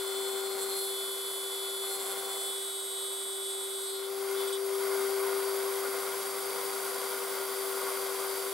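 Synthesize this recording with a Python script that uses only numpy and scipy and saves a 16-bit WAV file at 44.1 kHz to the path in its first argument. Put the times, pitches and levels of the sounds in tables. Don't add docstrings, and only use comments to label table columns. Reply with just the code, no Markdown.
import sys
import numpy as np
from scipy import signal
from scipy.fft import rfft, irfft, next_fast_len
from scipy.io import wavfile
from scipy.ndimage import uniform_filter1d

SR = 44100
rng = np.random.default_rng(int(sys.argv[2]) if len(sys.argv) > 2 else 0)


def unload_wav(signal):
    wavfile.write(
        sys.argv[1],
        SR,
        np.round(np.clip(np.atleast_2d(signal).T, -1, 1) * 32767).astype(np.int16),
    )


N = 376165
TIME = np.arange(N) / SR
DEEPER_S = 3.93


def squeal(turn, heading, across, load_db, ragged, overtone_db):
    # relative level/dB heading left, across, right; pan/dB
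    partials = [
        [(-55, -52.5, -55, 4), (-41.5, -43, -45, -0.5), (-55, -53.5, -48.5, -2), (-51, -47, -56.5, 11),
         (-54.5, -64, -58.5, 2), (-67, -62, -64, -9)],
        [(-74, -86, -70, 3), (-59, -76, -65, 3), (-54.5, -51.5, -67, -15), (-50, -49.5, -56, 32),
         (-46, -47.5, -52, -14.5), (-53, -53, -47, -8), (-73, -79, -59.5, 20), (-65, -68, -76, -7),
         (-62, -57, -67, 5)],
        [(-57, -56, -64, 11), (-53, -67, -50, 10), (-48.5, -48.5, -48, -9), (-48.5, -52, -76, -17),
         (-53, -53, -64, 25), (-54, -58, -61, 19), (-69, -65, -61, 0), (-61, -64, -68, -1), (-61, -69, -72, 0)],
    ]
    ring_hz = 3460 + 9 * across + 1.56 * load_db
    drift_hz = 2.5 * walk(3)
    ring = angle(ring_hz + drift_hz + .6 * walk(25) + 10 * ragged * walk(170))
    stutter_db = (.3 + 2.2 * ragged) * walk(90)
    limp = 1 + .8 * ragged ** 2 * np.cos(turn / 2 + .9 * walk(25))
    heading_shares = np.maximum(1 - np.abs(heading - np.arange(3)[:, None]), 0)
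    lean_db = side_lean()
    out = 0
    for multiple, rows in enumerate(partials, 1):
        family_db = overtone_db[multiple - 1] + stutter_db + 0.52 * walk(14)
        for side, (*heading_db, pan_db) in enumerate(rows, -1):
            db = np.dot(heading_db, heading_shares) + family_db + 0.97 * walk(5.22)
            if multiple == 1:
                db += (min(side, 2) - 0.37) * lean_db
            out += tone(multiple * ring + side * turn, db, pan_db, lead=.7 * (-1) ** side, scatter=1.05)
    return out * limp


def grip(across):
    # start/s, length/s, attack/s, release/s, raggedness (0-1), relative level/dB of overtones 1, 2, 3
    squeals = [(-.1, 0.71, .05, .16, 0.36, 0.6, -3.6, -8.5), (.595, 0.066, 0.017, .02, 0.63, -2, -1, -5),
               (0.701, 1.3, 0.066, 0.043, .04, 0.65, -2.5, 1.1), (2.116, 2.04, 0.29, 0.26, 0.12, 1.4, 4, 0),
               (4.33, 0.14, 0.052, .02, 0.45, -1, -13, -8), (4.463, 0.043, .012, .012, .4, 0.5, -1, -3),
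               (4.518, .075, .012, 0.057, .2, 3.5, 4.5, -5)]
    # relative level when loose/dB, lift heading across/dB, sag in a squeal/(dB/s)
    overtones = [(-5, -2.5, 1.03), (-6, 3.5, 0), (-6.5, 5.5, 1.5)]
    loose_db, across_db, sag_rate = np.transpose(overtones)[..., None]
    held, ragged, gains = 0, 1, 0
    for start, length, attack, release, roughness, *squeal_db in squeals:
        age = TIME - start
        hold = np.clip(np.minimum(age / attack, (length - age) / release), 0, 1)
        envelopes = np.array([hold, hold ** 3, hold ** 3])
        gains += envelopes * undb(np.array(squeal_db)[:, None] - sag_rate * np.clip(age, 0, length))
        held += hold
        ragged -= hold * (1 - roughness)
    rattle = undb(loose_db - 48 * np.maximum(TIME - DEEPER_S, 0))
    gains += rattle * np.maximum(1 - np.array([held, held ** 2, held ** 2]), 0)
    overtone_db = 20 * np.log10(gains + 1e-9) + across_db * across
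    return np.clip(ragged, 0, 1), overtone_db


def side_lean():
    # t/s, half length/s, tilt/(dB per side tone)
    corners = [(.54, .1, 2.2), (.77, 0.088, 3.5), (1.94, 0.069, 2.6), (3.92, 0.11, 2.7)]
    flare_db = sum(db * np.exp(-((TIME - s) / half) ** 2) for s, half, db in corners)
    depth = np.clip((TIME - DEEPER_S) / .45, 0, 1)
    return flare_db - 1.5 * depth ** 2


def rasp(turn, overtone_db):
    # f/Hz, relative level/dB
    spectrum = [(2500, -36), (3400, 3), (5500, -6.5), (8000, 1), (10500, -9), (12800, 5), (15000, -5)]
    scrape = colour(grains(scatter_db=.8, grain_rate=1400, side_db=-7), spectrum)
    burst_db = 3.8 * np.cos(turn)
    return scrape * undb(np.minimum(overtone_db, 4) - 51 + burst_db)


def sheet(roar_db):
    # f/Hz, relative level/dB
    spectrum = [(30, -58), (110, -25), (160, -34), (250, -9), (350, -8), (450, 0), (680, -0.5), (820, -4.5),
                (1050, 0.5), (1300, -3), (1430, 0.5), (1750, -11.5), (2080, -4.5), (2900, -19)]
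    # f/Hz, width/Hz, lift/dB
    modes = [(672, 30, 2), (933, 21, 5), (1018, 35, 4.5), (1117, 22, 6.5), (1165, 7.3, 2.5),
             (1237, 12, 8.5), (1418, 22, 7), (2110, 35, 2.5)]
    # f/Hz, relative level/dB
    shade = [(60, -7), (200, -7), (450, -6.5), (700, -3.5), (1200, -2.5), (2400, -1.0)]
    left, right = colour(grains(scatter_db=1.0, grain_rate=300, side_db=-13), spectrum, modes)
    roar = np.array([left, undb(-2.5) * colour(right, shade)])
    return roar * undb(roar_db + 2.5 + 0.5 * walk(9))


def dust(turn, load_db, overtone_db):
    # f/Hz, relative level/dB
    edge_spectrum = [(1000, -27.5), (2750, -4), (3300, 6), (4300, 0.5), (5400, 1), (6600, -1.5),
                     (7500, -3.5), (8600, 5.5), (9800, 1.5), (12500, -5.5), (14200, -7), (15200, -22),
                     (16000, -10)]
    # f/Hz, relative level/dB
    chip_spectrum = [(6000, -33), (9500, -14.5), (10600, -8), (11400, -1.5), (11800, -4.5), (12400, -15),
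                     (16000, -36)]
    puff = np.minimum(undb(overtone_db[1]), 1) * np.cos(turn)
    fibres = grains(scatter_db=1.5, grain_rate=1500, side_db=-7)
    hiss_db = -45.5 + 0.67 * load_db
    hiss = colour(fibres, edge_spectrum) * undb(hiss_db + 3 + 0.75 * puff)
    spray = grains(scatter_db=1.5, grain_rate=1200, side_db=-9)
    chip_gain = np.hypot(undb(-43.5 + 2 * load_db), undb(-48 + 0.02 * overtone_db[2]))
    chips = colour(spray, chip_spectrum) * chip_gain * undb(1.8 * puff)
    return (hiss + chips) * undb(.35 * walk(40))


def spindle(turn, across, load_db):
    # t/s, relative level/dB
    unbalance = [(0.06, -38), (0.43, -36), (1.25, -43.5), (2.05, -42), (2.82, -45.5), (3.88, -41.5),
                 (4.37, -33), (4.53, -35.5), (4.95, -31.5), (5.66, -34.5), (6.22, -40), (7.04, -41),
                 (7.63, -38), (8.47, -39)]
    hum = tone(turn, curve(unbalance) + 1.02 + 0.36 * walk(25.16), pan_db=7, lead=-0.37)
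    second_db = -54.5 + 0.52 * load_db + 8 * across
    hum += tone(2 * turn, second_db - 1 + 1.2 * walk(14), pan_db=8, lead=-.2)
    drive = 2 * np.pi * 400 * TIME
    torque_db = load_db - .9
    hum += tone(drive, -54 + 0.71 * torque_db, pan_db=8, lead=0.48)
    ripple = 2 * np.pi * 100 * TIME
    hum += tone(turn + ripple, -50.5 + torque_db + 3 * walk(11), pan_db=11)
    return hum + tone(drive + ripple, -55 + torque_db, pan_db=6)


def whine(turn, load_db):
    orders = [(3, -60.5, 13), (4, -59, -9), (5, -63.5, -14), (12, -51, -2), (13, -56.5, 7), (15, -76, 3),
              (17, -61.5, 9), (19, -57.5, 19), (22, -61, 59), (23, -64, -23), (24, -52.5, 9), (26, -83, -9)]
    shiver = walk(60)
    lift_db = 0.94 * (load_db - .9)
    out = 0
    for order, db, pan_db in orders:
        out += tone(round(order) * (turn + 0.012 * shiver), db + lift_db + 1.4 * walk(20), pan_db)
    whistle_db = -51.5 + 1.05 * load_db + 1.5 * walk(30)
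    return out + tone(40 * (turn + .008 * shiver), whistle_db, pan_db=4, lead=1.2)


def gantry(across, roar_db):
    # f/Hz, relative level/dB
    spectrum = [(25, -33), (60, -37), (100, -13), (160, -6), (203, -0.5), (225, -1), (260, 3.5), (350, -2),
                (600, -26.5)]
    drone = colour(grains(scatter_db=1.5, grain_rate=30, side_db=-10), spectrum)
    sides = undb([[2.5], [-2.5]])
    return drone * sides * (undb(-68) * across + undb(roar_db - 29))


def undb(db):
    return 10 ** (np.asarray(db) / 20)


def curve(table):
    return np.interp(TIME, *np.transpose(table))


def unit(x):
    return x / np.sqrt(np.mean(x ** 2))


def walk(rate):
    place = TIME * rate + rng.random()
    points = uniform_filter1d(rng.standard_normal(int(place[-1]) + 2), size=2)
    return unit(np.interp(place, np.arange(len(points)), points))


def angle(hz):
    return 2 * np.pi * np.cumsum(hz) / SR


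def tone(phase, db, pan_db=0, lead=0, scatter=np.pi):
    phase = phase + scatter * rng.uniform(-0.97, 1)
    pan_db = np.clip(pan_db, -9, 9)
    sides = unit(undb(np.array([[pan_db], [-pan_db]]) / 2))
    return np.sqrt(2) * undb(db) * sides * np.sin([phase + lead / 2, phase - lead / 2])


def colour(x, points, modes=()):
    hz, db = np.transpose(points)
    size = next_fast_len(N)
    f = np.maximum(np.arange(size // 2 + 1) * SR / size, 1)
    gain_db = np.interp(np.log(f), np.log(hz), db)
    gain_db += sum(lift / (1 + (2 * (f - centre) / width) ** 2) for centre, width, lift in modes)
    return unit(irfft(rfft(x, size) * undb(gain_db), size)[..., :N])


def grains(scatter_db, grain_rate, side_db):
    mid, side = rng.standard_normal((2, N))
    return undb(scatter_db * walk(grain_rate)) * (mid + undb(side_db) * side * np.array([[1], [-1]]))


def scene():
    # t/s, f/Hz
    speed = [(0, 388.8), (.55, 389.2), (1.75, 388.6), (2.25, 389.9), (3, 388.9), (3.9, 388.7), (4.2, 390.3),
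             (5.3, 390.4), (6.35, 390), (7.7, 388.6), (8.5, 388.9)]
    # t/s, relative level/dB
    load = [(0.0, -45), (0.04, -46), (0.76, -45), (0.81, -48), (1.78, -48), (2.11, -44), (2.78, -51),
            (3.96, -50), (4.3, -43), (4.44, -42), (4.59, -45), (4.84, -41), (8.39, -40), (8.53, -41)]
    # t/s, heading (0 left, 1 across the sheet, 2 right)
    route = [(0, .6), (.35, .7), (.55, 1), (.78, 1), (.95, 0), (1.82, 0), (1.93, 1), (2.3, 1), (2.58, 2),
             (3.85, 2), (4.15, 1.35), (4.4, 1.3), (4.52, 2), (5, 2), (5.2, 0), (5.7, 0), (6.6, .6),
             (7.2, 0)]
    turn, roar_db, heading = angle(curve(speed)), curve(load), curve(route)
    load_db = roar_db + 40.5
    across = 1 - np.abs(heading - 1)
    ragged, overtone_db = grip(across)
    motor = spindle(turn, across, load_db) + whine(turn, load_db)
    chatter = squeal(turn, heading, across, load_db, ragged, overtone_db) + rasp(turn, overtone_db[2])
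    cutting = sheet(roar_db) + dust(turn, load_db, overtone_db)
    return chatter + cutting + motor + gantry(across, roar_db)


def record(dry):
    return signal.sosfilt(signal.ellip(10, .1, 80, 15750, fs=SR, output="sos"), dry)


dry = scene()
out = record(dry)
unload_wav(out)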